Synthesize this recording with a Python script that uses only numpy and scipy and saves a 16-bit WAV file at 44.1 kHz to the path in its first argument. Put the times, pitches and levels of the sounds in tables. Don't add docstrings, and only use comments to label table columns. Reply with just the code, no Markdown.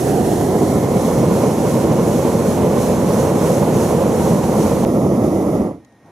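import sys
import numpy as np
from scipy import signal
from scipy.io import wavfile
from scipy.ndimage import uniform_filter1d, minimum_filter1d

SR = 44100
rng = np.random.default_rng(int(sys.argv[2]) if len(sys.argv) > 2 else 0)


def invert_db(level):
    return 10 ** (np.asarray(level, dtype=float) / 20)


def dump_mix(stems):
    frames = np.atleast_2d(stems).T
    limited = np.clip(frames, -1, 1)
    pcm = np.round(limited * 32767).astype(np.int16)
    wavfile.write(sys.argv[1], SR, pcm)


N = 269441

# f/Hz, level/dB (per Hz)
FLAME_COLOUR = [
    [(12, -62), (20, -44), (80, -9.5), (172, -1.5), (245, -2), (278, -11), (330, -3), (385, -9.5),
     (426, -5.5), (526, -5), (679, -14.5), (1040, -19), (1280, -29), (1620, -34), (3200, -43),
     (4160, -45.5), (7040, -120)],
    [(12, -75), (20, -43), (44, -21), (81, -10.5), (119, -6.5), (225, -1), (261, -6), (303, -1.5),
     (383, -7.5), (611, -9.5), (805, -19.5), (1340, -28), (1520, -39), (1960, -38), (3200, -50.5),
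     (4160, -87), (7040, -120)],
]
# f/Hz, level/dB (per Hz)
FACING_COLOUR = [(12, -70), (20, -52), (60, -10), (150, -3.5), (195, -3.5), (208, -10.5), (233, 0),
                 (293, -4), (420, -2), (503, -9.5), (546, -8), (620, -13), (733, -7.5), (1000, -31),
                 (1300, -56), (2200, -120)]


def flame(part):
    t, hz = part_grid(part)
    notch_hz, depth_db, lean, facing = listener(part, t)
    level_db, treble_db = burn(part, t, facing)
    slide = (NOTCH_HZ[part] / notch_hz) ** np.clip((hz - 700) / 400, 0, 1)
    colour = read(FLAME_COLOUR[part], hz * slide)
    head_on = (1 - part) * np.clip(facing, 0, 1) * np.clip((1000 - hz) / 150, 0, 1)
    colour = colour + head_on * (read(FACING_COLOUR, hz) - 1.5 - colour)
    colour = tilted(colour, hz, treble_db) + echo_notches(hz, notch_hz, depth_db, facing)
    return turbulence(t, hz, colour, level_db, (60, 900), part, lean, patchy_db=0.5, flicker_db=-0.02)


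FLAME_DB = [-14.5, -15.5]
HEAD_ON_DB = -1.04
BRIGHT_S, BRIGHT_WIDE_S, BRIGHT_DB = 3.4, 0.65, 0.5
FLAME_SHUT_S, FLAME_KNEE_S, FLAME_DIES_DB_PER_S = 5.658, 0.025, 182
DULL_FROM_DB, DULL_SHARE = 14, 0.31


def burn(part, t, facing):
    lost_db = dying(t, FLAME_SHUT_S, FLAME_KNEE_S, FLAME_DIES_DB_PER_S)
    bright_db = BRIGHT_DB * bump(t, BRIGHT_S, BRIGHT_WIDE_S, BRIGHT_WIDE_S)
    treble_db = bright_db - DULL_SHARE * np.maximum(lost_db - DULL_FROM_DB, 0)
    level_db = FLAME_DB[part] + (1 - part) * HEAD_ON_DB * facing - lost_db
    return level_db, treble_db


def tilted(colour, hz, treble_db):
    change_db = treble_db - np.median(treble_db)
    return colour + 1.8 * change_db * np.clip(np.log2((hz + 1) / 250), 0, 1.5)


def throb():
    wobble = uniform_filter1d(rng.standard_normal(N), size=700)
    return invert_db(0.85 * evened(uniform_filter1d(wobble, size=700)))


LINGER = 0.23
# f/Hz, level/dB (per Hz)
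JET_COLOUR = [
    [(1350, -0.5), (2300, -8.5), (3790, -8.5), (4250, -5), (4680, -8), (5200, -5), (6060, -1), (8440, -4),
     (11100, -2.5), (13200, -9.5), (15200, -16.5), (15800, -23)],
    [(1350, -28), (2300, -11), (2620, -12), (3610, -4), (4080, -8), (4350, -8), (4640, -6), (4990, -3.5),
     (5870, 0.5), (6950, -0.5), (7910, -7), (9520, 0), (11200, -1.5), (15100, -13), (15800, -22)],
]


def jet(part):
    t, hz = part_grid(part)
    notch_hz, depth_db, lean, facing = listener(part, t)
    level_db = gas_flow(part, t)
    colour = read(JET_COLOUR[part], hz) + echo_notches(hz, notch_hz, depth_db, facing)
    colour = colour - 1.9 * facing * np.exp(-((hz - 6200) / 1500) ** 2)
    sag_db = np.minimum(level_db - np.median(level_db), 0) * part
    top_loss = 0.9 * np.clip((hz - 11500) / 3500, 0, 1)
    low_spared = LINGER * np.clip((5500 - hz) / 2000, 0, 1)
    colour = colour + sag_db * (top_loss - low_spared)
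    return turbulence(t, hz, colour, level_db, (5000, 12000), part, 0.85, patchy_db=0.68, flicker_db=0.58)


JET_DB = [-37.5, -42]
SURGE_RISE_S, SURGE_FALL_S = 0.098, 0.14
SAG_DB_PER_S = 3.5
JET_SHUT_S, JET_KNEE_S, JET_DIES_DB_PER_S = 5.634, 0.03, 165
# t/s, level/dB
SURGES = [(.02, 4.5), (.33, 3.5), (.63, 2.5), (1.06, 4), (1.39, 2.5), (1.71, 3.5), (2.12, 2.5), (2.31, 2),
          (2.48, 2.5), (2.84, 4), (3.18, 4.5), (3.49, 5), (3.83, 4.5), (4.25, 3.5), (4.62, 4), (4.95, .8),
          (5.28, 1.2)]


def gas_flow(part, t):
    surge_db = sum(db * bump(t, s, SURGE_RISE_S, SURGE_FALL_S) for s, db in SURGES)
    sag_db = part * SAG_DB_PER_S * (t - CHANGE[1])
    return JET_DB[part] + surge_db - sag_db - dying(t, JET_SHUT_S, JET_KNEE_S, JET_DIES_DB_PER_S)


def dying(t, shut_s, knee_s, db_per_s):
    return db_per_s * knee_s * np.logaddexp(0, (t - shut_s) / knee_s)


# t/s, peak level/dB, f/Hz, left minus right level/dB
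TICKS = [
    (5.8481, -45.5, 6700, 0.5),
    (5.8500, -50, 1900, 0.5),
    (5.925, -54, 9000, -1),
    (6.06, -56, 6000, -3),
]


def ticks():
    out, t = np.zeros((2, N)), np.arange(400) / SR
    for s, peak_db, hz, pan_db in TICKS:
        ring = np.sin(2 * np.pi * hz * t) * invert_db(-60 * t / 0.0084) * (1 - np.exp(-t / 0.0004))
        spit = 1.1 * uniform_filter1d(rng.standard_normal((2, t.size)), size=3) * invert_db(-60 * t / 0.02)
        sides_db = np.array([[peak_db + pan_db / 2], [peak_db - pan_db / 2]])
        at = round(s * SR)
        out[:, at:at + t.size] += (ring + spit) * invert_db(sides_db)
    return out


PILOT_S, PILOT_RISE_S, PILOT_HZ, PILOT_DB = 5.78, 0.05, 1853, -65.5
CATCH_S, CATCH_WIDE_S, CATCH_DB = 5.986, 0.008, -11
GUST_SHARP_HZ = 16


def pilot():
    t = np.arange(N) / SR
    waver = evened(uniform_filter1d(rng.standard_normal(N), size=900))
    hz = PILOT_HZ + GUST_SHARP_HZ * bump(t, GUST_S, 2 * GUST_WIDE_S, 1) + 5 * waver
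    rise = np.clip((t - PILOT_S) / PILOT_RISE_S, 0, 1)
    level = rise * invert_db(PILOT_DB + CATCH_DB * bump(t, CATCH_S, CATCH_WIDE_S, CATCH_WIDE_S))
    sides = invert_db(waver + np.array([[-0.4], [0.4]]))
    return np.sqrt(2) * level * sides * np.sin(2 * np.pi * np.cumsum(hz) / SR)


FIELD_DB, CALM_DB = -70.5, 0.5
GUST_S, GUST_WIDE_S, GUST_LIFT_DB, GUST_MIDDLE_DB = 6.083, 0.04, 4, 5
# f/Hz, level/dB (per Hz)
FIELD_COLOUR = [(20, -22), (100, -1), (240, -0.5), (450, -7.5), (820, -8), (1390, -19.5), (2100, -20),
                (2800, -28), (6300, -29), (7800, -34), (10000, -32), (12500, -38), (15800, -54)]
# f/Hz, width f/Hz, level/dB
SHADE = [
    (4600, 280, -6),
    (7800, 450, -7),
]


def field():
    t, hz = part_grid(1)
    gust = bump(t, GUST_S, GUST_WIDE_S, GUST_WIDE_S)
    level_db = FIELD_DB + GUST_LIFT_DB * gust
    middle_db = CALM_DB + GUST_MIDDLE_DB * gust
    colour = read(FIELD_COLOUR, hz) + middle_db * np.exp(-np.log2((hz + 1) / 650) ** 2 / 1.6)
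    colour = colour + sum(db * np.exp(-((hz - f_hz) / wide) ** 2) for f_hz, wide, db in SHADE)
    return turbulence(t, hz, colour, level_db, (2500, 6000), 2, 0.9, patchy_db=0.6, flicker_db=0.2)


TURN_S, STILL_FACING = 1.17, [0.028, 0.31]
HEAD_ON_NOTCH_HZ = 1220
ECHO_DB, ECHO_REST_DB, ECHO_FADE_S, LATE_ECHO_DB = 8, 2, 0.55, 4.5
LEAN_REST, LEAN_HEAD_ON, LEAN_NARROW = [0.74, 1], 0.8, 4.6
NOTCH_HZ = [1620, 1450]


def listener(part, t):
    if part:
        return NOTCH_HZ[1] + 0 * t, LATE_ECHO_DB, LEAN_REST[1], STILL_FACING[1]
    angle = np.pi / 2 * np.clip(t / TURN_S, 0, 1)
    away, toward = np.sin(angle), np.maximum(np.cos(angle), 0)
    notch_hz = HEAD_ON_NOTCH_HZ + (NOTCH_HZ[0] - HEAD_ON_NOTCH_HZ) * away
    settle = np.exp(-(np.maximum(t - 0.65 * TURN_S, 0) / ECHO_FADE_S))
    depth_db = away * (ECHO_REST_DB + (ECHO_DB - ECHO_REST_DB) * settle)
    lean = LEAN_REST[0] + LEAN_HEAD_ON * toward ** LEAN_NARROW
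    return notch_hz, depth_db, lean, np.maximum(toward, STILL_FACING[0])


def echo_notches(hz, notch_hz, depth_db, facing):
    first = -np.exp(-((hz - notch_hz) / 75) ** 2)
    ridge = 0.66 * np.exp(-((hz - 1.35 * notch_hz) / 130) ** 2)
    second = -1.5 * facing * np.exp(-((hz - 1.72 * notch_hz) / 280) ** 2)
    return depth_db * (first + ridge + second)


HOP, SIZE = 512, 2048
# f/Hz, level/dB
LEAN = [
    [(60, 7), (110, -1.5), (200, -1), (380, -1.5), (700, -4.5), (1290, -5.5), (2380, -8), (4400, -2),
     (8120, 1.5), (15000, -6.5)],
    [(60, -0.5), (110, -1), (200, 0.5), (380, -3), (700, -3.5), (1290, -4), (2380, -5), (4400, -4),
     (8120, 2.5), (15000, -7)],
    [(60, -0.5), (180, 0.5), (550, 0.0), (1650, -0.5), (4970, -0.5), (15000, -0.5)],
]
# f/Hz, phase/rad
LEAD = [
    [(60, -.07), (150, -.15), (300, -.33), (700, -.5), (1000, -.25), (1600, -.75), (2100, .1), (3200, -.45),
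     (7200, -.2), (8600, -3.1), (10300, -3.1), (12200, -7), (15000, -6.4)],
    [(60, -.07), (150, -.15), (300, -.35), (1000, -.6), (1400, -1), (1750, -3.6), (2250, -6.4),
     (4800, -6.2), (7000, -6.4), (8400, -3.5), (11200, -5.6), (15000, -6.1)],
    [(60, 0), (15000, 0)],
]
# f/Hz, likeness (0 to 1)
SAME = [
    [(30, 0.77), (70, 1), (500, 0.96), (1000, 0.98), (1800, 0.49), (3000, 0.66), (4200, 0.31), (6500, 0.72),
     (7800, 0.15), (9500, 0.061), (15000, 0.2)],
    [(30, 0.93), (70, 0.99), (500, 1), (1200, 0.97), (1600, 0.31), (2100, 0.93), (3000, 0.23), (5000, 0.64),
     (7500, .15), (9000, .45), (15000, .3)],
    [(30, 0.99), (200, 0.99), (1000, 0.97), (1500, 0.77), (3000, 0.86), (5000, 0.64), (8000, .25),
     (15000, .25)],
]


def turbulence(t, hz, colour_db, level_db, band, ports, lean, patchy_db, flicker_db):
    a, b, c, d, eddies = rng.standard_normal((t.size, hz.size, 5)).T
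    eddies = evened(uniform_filter1d(uniform_filter1d(eddies, size=28, axis=0), size=5, axis=1))
    flicker = evened(uniform_filter1d(rng.standard_normal(t.shape), size=2, axis=1))
    same = np.clip(read(SAME[ports], hz), 0, 1)
    source = a + 1j * b
    left = source * np.exp(1j * read(LEAD[ports], hz))
    right = same * source + np.sqrt(1 - same ** 2) * (c + 1j * d)
    tip = invert_db(lean * read(LEAN[ports], hz) / 2)
    inside = (hz > band[0]) & (hz < band[1])
    shape = invert_db(colour_db) / np.sqrt((invert_db(2 * colour_db) * inside).sum(0))
    level = invert_db(level_db + patchy_db * eddies + flicker_db * flicker)
    spectra = np.array([left * tip, right / tip]) * shape * level
    sound = invert_db(2.0) * signal.istft(spectra, nperseg=SIZE, noverlap=SIZE - HOP)[1]
    return np.pad(sound, ((0, 0), (round(t[0, 0] * SR), N)))[:, :N]


def evened(x):
    return x / np.sqrt(np.mean(x ** 2) + 1e-20)


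def read(points, hz):
    f, value = np.transpose(points)
    return np.interp(np.log(hz + 1), np.log(f + 1), value)


def bump(t, centre_s, rise_s, fall_s):
    return np.exp(-((t - centre_s) / np.where(t < centre_s, rise_s, fall_s)) ** 2)


# t/s, t/s
CHANGE = (4.85068, 4.85600)


def part_grid(part):
    start, end = (CHANGE[0], N / SR) if part else (0, CHANGE[0])
    frames = np.arange(int(start * SR) // HOP, int(end * SR) // HOP + 5)
    return (frames * HOP / SR)[None], np.fft.rfftfreq(SIZE, 1 / SR)[:, None]


def steepened(x):
    return x + 0.082 * x ** 2


def scene():
    t = np.arange(N) / SR
    unsteady = throb()
    first = steepened(unsteady * flame(0) + jet(0))
    second = steepened(unsteady * flame(1) + jet(1) + ticks() + pilot() + field())
    fade_out = np.clip((CHANGE[0] - t) / 0.00012, 0, 1)
    fade_in = np.clip((t - CHANGE[1]) / 0.0004, 0, 1)
    low_cut = signal.butter(2, 55, "highpass", fs=SR)
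    return signal.lfilter(*low_cut, first) * fade_out + signal.lfilter(*low_cut, second) * fade_in


def roll_off(x):
    return signal.sosfilt(signal.butter(12, 15990, fs=SR, output="sos"), x)


def record(dry):
    room_left = np.minimum(0.84 / (abs(dry).max(0) + 1e-9), 1)
    gain = uniform_filter1d(minimum_filter1d(room_left, size=401), size=401)
    edge = signal.firwin(1023, 15730, window=("kaiser", 9), fs=SR)
    mix = signal.oaconvolve(dry * gain, edge[None], "same")
    return roll_off(mix)


dry = scene()
out = record(dry)
dump_mix(out)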